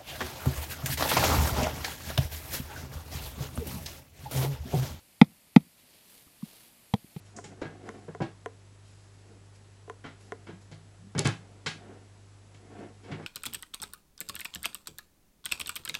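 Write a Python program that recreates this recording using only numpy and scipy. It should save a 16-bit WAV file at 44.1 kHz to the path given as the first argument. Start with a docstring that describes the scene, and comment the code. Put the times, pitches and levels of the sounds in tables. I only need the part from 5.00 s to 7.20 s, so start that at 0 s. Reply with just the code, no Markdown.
"""At the edge of an earth pit, a thin pipe is knocked into hard-packed soil: two hard blows, then softer pats by hand.
Each blow is a hollow thud of the ground (two low swelling tones) under a short clack of the pipe
(a click through resonances damped by the soil). The palm pops, and crust cracks and drops a little grit (noise bursts).
Hands brush the dry earth (swept, grainy noise) over a faint, nearly steady hiss (coloured noise).
The pit walls scatter the clacks and pops, and banks of earth further off send back dull echoes."""
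import sys
import numpy as np
from scipy import signal
from scipy.fft import rfft, irfft, next_fast_len
from scipy.io import wavfile

SR = 44100
rng = np.random.default_rng(int(sys.argv[2]) if len(sys.argv) > 2 else 0)


def store_pcm(level_fs):
    """Save levels as 16-bit WAV."""
    pcm = np.round(np.clip(level_fs, -1, 1) * 32767).astype(np.int16)
    wavfile.write(sys.argv[1], SR, np.atleast_2d(pcm).T)


N = 97020  # length in samples, 2.2 s

# Thuds of the ground, two low resonances each: (time [s], upper pitch [Hz], upper level [dB],
# upper time to peak [s], lower pitch [Hz], lower level [dB], lower time to peak [s])
GROUND_THUDS = [(.214, 226.3, -1.5, 0.0052, 160.7, -10.5, .0078),
                (.562, 234.7, -1.94, .0049, 165.8, -8.8, .0073),
                (1.266, 260, -55.5, 0.0048, 65.3, -55.5, 0.0056),
                (1.4278, 214, -29, 0.0062, 162.1, -36.5, 0.0077),
                (1.936, 205, -18, .0066, 120, -19.5, 0.0061), (2.043, 290, -47, .0025, 166.3, -44, 0.0031),
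                (2.162, 386.4, -39.5, 0.0025, 159.3, -29, 0.0059)]
# The push of air is set relative to the lower tone
PUSH_DB, PUSH_PEAK_S = -29, 0.003
# Colour of the dull answer of the surroundings: (frequency [Hz], level [dB])
ANSWER_COLOUR = [(30, -19.5), (90, -4.5), (170, 1), (280, -0.5), (380, -17.5), (800, -26), (1600, -35.5),
                 (5000, -55.5)]
# The answer is set relative to the upper tone; T60 is the time to fall by 60 dB
ANSWER_DB, ANSWER_T60_S, ANSWER_RISE_S = -37.5, 0.22, 0.008

# Contacts that ring the pipe: (time [s], level [dB], dulling [dB per octave])
PIPE_CONTACTS = [(0.215, -1, 0.5), (0.5626, -5, 0.65), (1.9389, -13.5, 7), (2.1644, -35, 2.5)]
# Resonances of the pipe in soil, before dulling and scatter: (pitch [Hz], level [dB], width [Hz])
PIPE_RESONANCES = [(476, 27, 95), (691, 23.5, 64), (850, 31.5, 140), (1154.3, 15.5, 230), (1363, 21, 170),
                   (2046, 21.5, 320), (2430, 20.5, 310), (3230, 13.5, 300), (3620, 17.5, 270),
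                   (3885, 11.5, 140), (4300, 5, 160), (5060, 6.5, 350), (6450, -8.5, 870),
                   (11370, -12, 4000)]
# Dulling tilts around the pivot; pitch sags by this fraction per dB of dulling; levels vary at random
PIVOT_HZ, SAG_PER_DB, SCATTER_DB = 700, 0.005, 0.8

# Slaps of the palm on earth: (time [s], level [dB], pitch [Hz], time to peak [s])
PALM_SLAPS = [(1.277, -57.5, 1200, .002), (1.4242, -46.5, 1060, 0.0017), (1.9375, -20.5, 887, 0.0022)]

# Crust giving way under a contact, or a crumb falling:
# (time [s], level [dB], time to peak [s], brightest frequency [Hz])
CRUST_CRACKS = [(0.2132, -23, 0.0014, 2170), (0.244, -51.5, .0015, 3604), (0.561, -25, 0.0018, 2503),
                (0.607, -58, .001, 3484), (1.937, -30.5, 0.0024, 3320), (2.16, -55, 0.0067, 2600)]
# Colour of breaking crust, before its bright band is added: (frequency [Hz], level [dB])
CRUST_COLOUR = [(300, -3.5), (1000, 2), (1650, -10), (2300, 2.5), (2850, -6), (3500, 0), (5200, -6.5),
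                (7500, -20), (11000, -17.5), (15500, -18.5)]
BRIGHT_BAND_DB, BRIGHT_BAND_OCTAVES = 9, 0.094
GRIT_DB, GRIT_T60_S = -25, 0.14  # grit level is relative to its crack

# Strokes of a hand over dry earth: (middle time [s], half length [s], rasp level [dB], fine sand level [dB])
HAND_STROKES = [(0.798, .015, -66, -70), (0.939, 0.073, -63.5, -67.5), (1.148, 0.066, -62, -57.5),
                (1.507, 0.078, -60, -58), (1.65, 0.042, -66, -63), (2.179, 0.044, -68.5, -68)]
# Colour of the rasp: (frequency [Hz], level [dB])
RASP_COLOUR = [(100, -9.5), (260, 4.5), (600, -3.5), (1500, -10), (2400, -2), (4200, 1), (6500, -8.5),
               (12000, -24)]
# Colour of the fine sand: (frequency [Hz], level [dB])
SAND_COLOUR = [(1000, -1), (4000, -9.5), (7000, -2), (11000, 5), (15000, 0.5)]

# Short scatter between the earth walls of the pit
PIT_DB, PIT_T60_S = -14, 0.055
# Dull echoes from banks of earth further off: (delay [s], level [dB])
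BANK_ECHOES = [(.033, -39), (.051, -47.5), (.085, -53.5), (.102, -52)]
ECHO_TOP_HZ = 400  # echoes get duller around and above this

# Colour of the background hiss: (frequency [Hz], level [dB])
HISS_COLOUR = [(18, -38.5), (30, -8), (102, -2), (249, -2), (369, -9.5), (606, -8), (1440, -14),
               (2300, -9.5), (2550, -10), (3980, -12.5), (4420, -9.5), (5890, -16), (10200, -10),
               (12600, -9.5), (15500, -21.5)]
# Slow course of the hiss: (time [s], level [dB])
HISS_COURSE = [(0, -61), (.4, -61.5), (.75, -61.5), (1.3, -60.5), (2.2, -59.5)]

RECORDER_TOP_HZ = 15500


def amp(db):
    """Turns decibels into a gain."""
    return 10 ** (np.asarray(db) / 20)


def since(s):
    """Seconds since a moment, zero before it."""
    return np.maximum(np.arange(N) / SR - s, 0)


def filtered(x, gain):
    """Multiplies the spectrum of x by a gain that depends on frequency."""
    size = next_fast_len(N + 8192)
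    hz = np.fft.rfftfreq(size, 1 / SR)
    return irfft(rfft(x, size) * gain(hz), size)[:N]


def noise(colour):
    """Noise of rms 1, coloured by (frequency [Hz], level [dB]) points."""
    point_hz, point_db = np.transpose(colour)

    def gain(hz):
        return amp(np.interp(np.log(hz + 1), np.log(point_hz), point_db))

    x = filtered(rng.standard_normal(N), gain)
    return x / x.std()


def fade(t, t60):
    """Starts suddenly and decays exponentially, by 60 dB in t60 seconds."""
    return (t > 0) * np.exp(-np.log(1000) * t / t60)


def swell(t, peak_s):
    """Rises to 1 at peak_s, then dies away."""
    return (t / peak_s * np.exp(1 - t / peak_s)) ** 2


def ground():
    """Each blow swells two low tones in opposition and pushes some air; the open ground around answers faintly."""
    thuds, answer_level = np.zeros(N), np.zeros(N)
    for s, upper_hz, upper_db, upper_s, lower_hz, lower_db, lower_s in GROUND_THUDS:
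        t = since(s)
        thuds += amp(upper_db) * np.sin(2 * np.pi * upper_hz * t) * swell(t, upper_s)
        thuds -= amp(lower_db) * np.sin(2 * np.pi * lower_hz * t) * swell(t, lower_s)
        thuds -= amp(lower_db + PUSH_DB) * swell(t, PUSH_PEAK_S)
        rise = 1 - np.exp(-t / ANSWER_RISE_S)
        answer_level += amp(upper_db + ANSWER_DB) * fade(t, ANSWER_T60_S) * rise
    return thuds + answer_level * noise(ANSWER_COLOUR)


def causal(gain):
    """The most compact impulse response that has this magnitude spectrum (minimum phase)."""
    cepstrum = irfft(np.log(np.maximum(gain, 1e-6)))
    half = len(cepstrum) // 2
    # Fold the second half onto the first, so that nothing sounds before the click
    folded = np.r_[cepstrum[0], 2 * cepstrum[1:half], np.zeros(half)]
    return irfft(np.exp(rfft(folded)))


def pipe(size=4096):
    """Each contact is a click through the pipe's damped resonances; more dulling also lowers them a little."""
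    out = np.zeros(N + size)
    f = np.fft.rfftfreq(size, 1 / SR)[:, None]
    hz, mode_db, width_hz = np.transpose(PIPE_RESONANCES)
    scatter = SCATTER_DB * rng.standard_normal((len(PIPE_CONTACTS), len(PIPE_RESONANCES)))
    for (s, db, dull_db), chance_db in zip(PIPE_CONTACTS, scatter):
        tilt_db = dull_db * np.log2(hz / PIVOT_HZ)
        gains = amp(db + mode_db + chance_db - tilt_db)
        sagged_hz = hz * (1 - SAG_PER_DB * dull_db)
        bands = gains / (1 + np.abs(2 * (f - sagged_hz) / width_hz) ** 3)
        start = round(s * SR)
        out[start:start + size] += causal(bands.sum(axis=1))
    return out[:N]


def palm():
    """Air trapped under the palm gives a brief pop, a short swelling tone."""
    out = np.zeros(N)
    for s, db, hz, peak_s in PALM_SLAPS:
        t = since(s)
        out += amp(db) * np.sin(2 * np.pi * hz * t) * swell(t, peak_s)
    return out


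def crust():
    """Dry crust cracks in a short noise burst with one bright band, then its grit settles."""
    out, crunch = np.zeros(N), noise(CRUST_COLOUR)
    for s, db, peak_s, bright_hz in CRUST_CRACKS:
        def bright_band(hz):
            octaves_away = np.log2((hz + 1) / bright_hz)
            return amp(BRIGHT_BAND_DB * np.exp(-0.5 * (octaves_away / BRIGHT_BAND_OCTAVES) ** 2))

        t = since(s)
        burst = filtered(crunch, bright_band)
        envelope = swell(t, peak_s) + amp(GRIT_DB) * fade(t, GRIT_T60_S)
        out += amp(db) * burst / burst.std() * envelope
    return out


def brushing(grain_db=2.5, grain_hz=300):
    """Hands sweep the earth: a rasp and a finer spill of sand, both made grainy by random level changes."""
    t = np.arange(N) / SR
    rasp_level, sand_level = np.zeros(N), np.zeros(N)
    for s, half_s, rasp_db, sand_db in HAND_STROKES:
        stroke = np.exp(-0.5 * ((t - s) / half_s) ** 2)
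        rasp_level += amp(rasp_db) * stroke
        sand_level += amp(sand_db) * stroke
    wobble = np.interp(t * grain_hz, np.arange(N), rng.standard_normal(N))
    return amp(grain_db * wobble) * (rasp_level * noise(RASP_COLOUR) + sand_level * noise(SAND_COLOUR))


def pit(x):
    """Walls close by return a very short, dense scatter, modelled as fading noise."""
    tail = rng.standard_normal(N) * fade(since(0), PIT_T60_S)
    tail /= np.linalg.norm(tail)
    return amp(PIT_DB) * signal.fftconvolve(x, tail)[:N]


def echoes(x):
    """Banks of earth return mostly the bass, a few times and faintly."""
    def gain(hz):
        delays = sum(amp(db) * np.exp(-2j * np.pi * hz * s) for s, db in BANK_ECHOES)
        return delays / (1 + (hz / ECHO_TOP_HZ) ** 2)

    return filtered(x, gain)


def hiss():
    """The faint background is coloured noise whose level drifts slightly."""
    s, db = np.transpose(HISS_COURSE)
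    return amp(np.interp(np.arange(N) / SR, s, db)) * noise(HISS_COLOUR)


def scene():
    """Everything as heard close above the pit."""
    clacks = pipe() + palm()
    blows = ground() + clacks + pit(clacks) + crust()
    return (blows + echoes(blows) + brushing() + hiss())[None]


def record(dry):
    """The recorder rounds off peaks near full scale and cuts steeply above its band limit."""
    rounded = dry[0] / (1 + np.abs(dry[0]) ** 12) ** (1 / 12)
    return filtered(rounded, lambda hz: 1 / (1 + (hz / RECORDER_TOP_HZ) ** 120))[None]


dry = scene()
out = record(dry)
store_pcm(out)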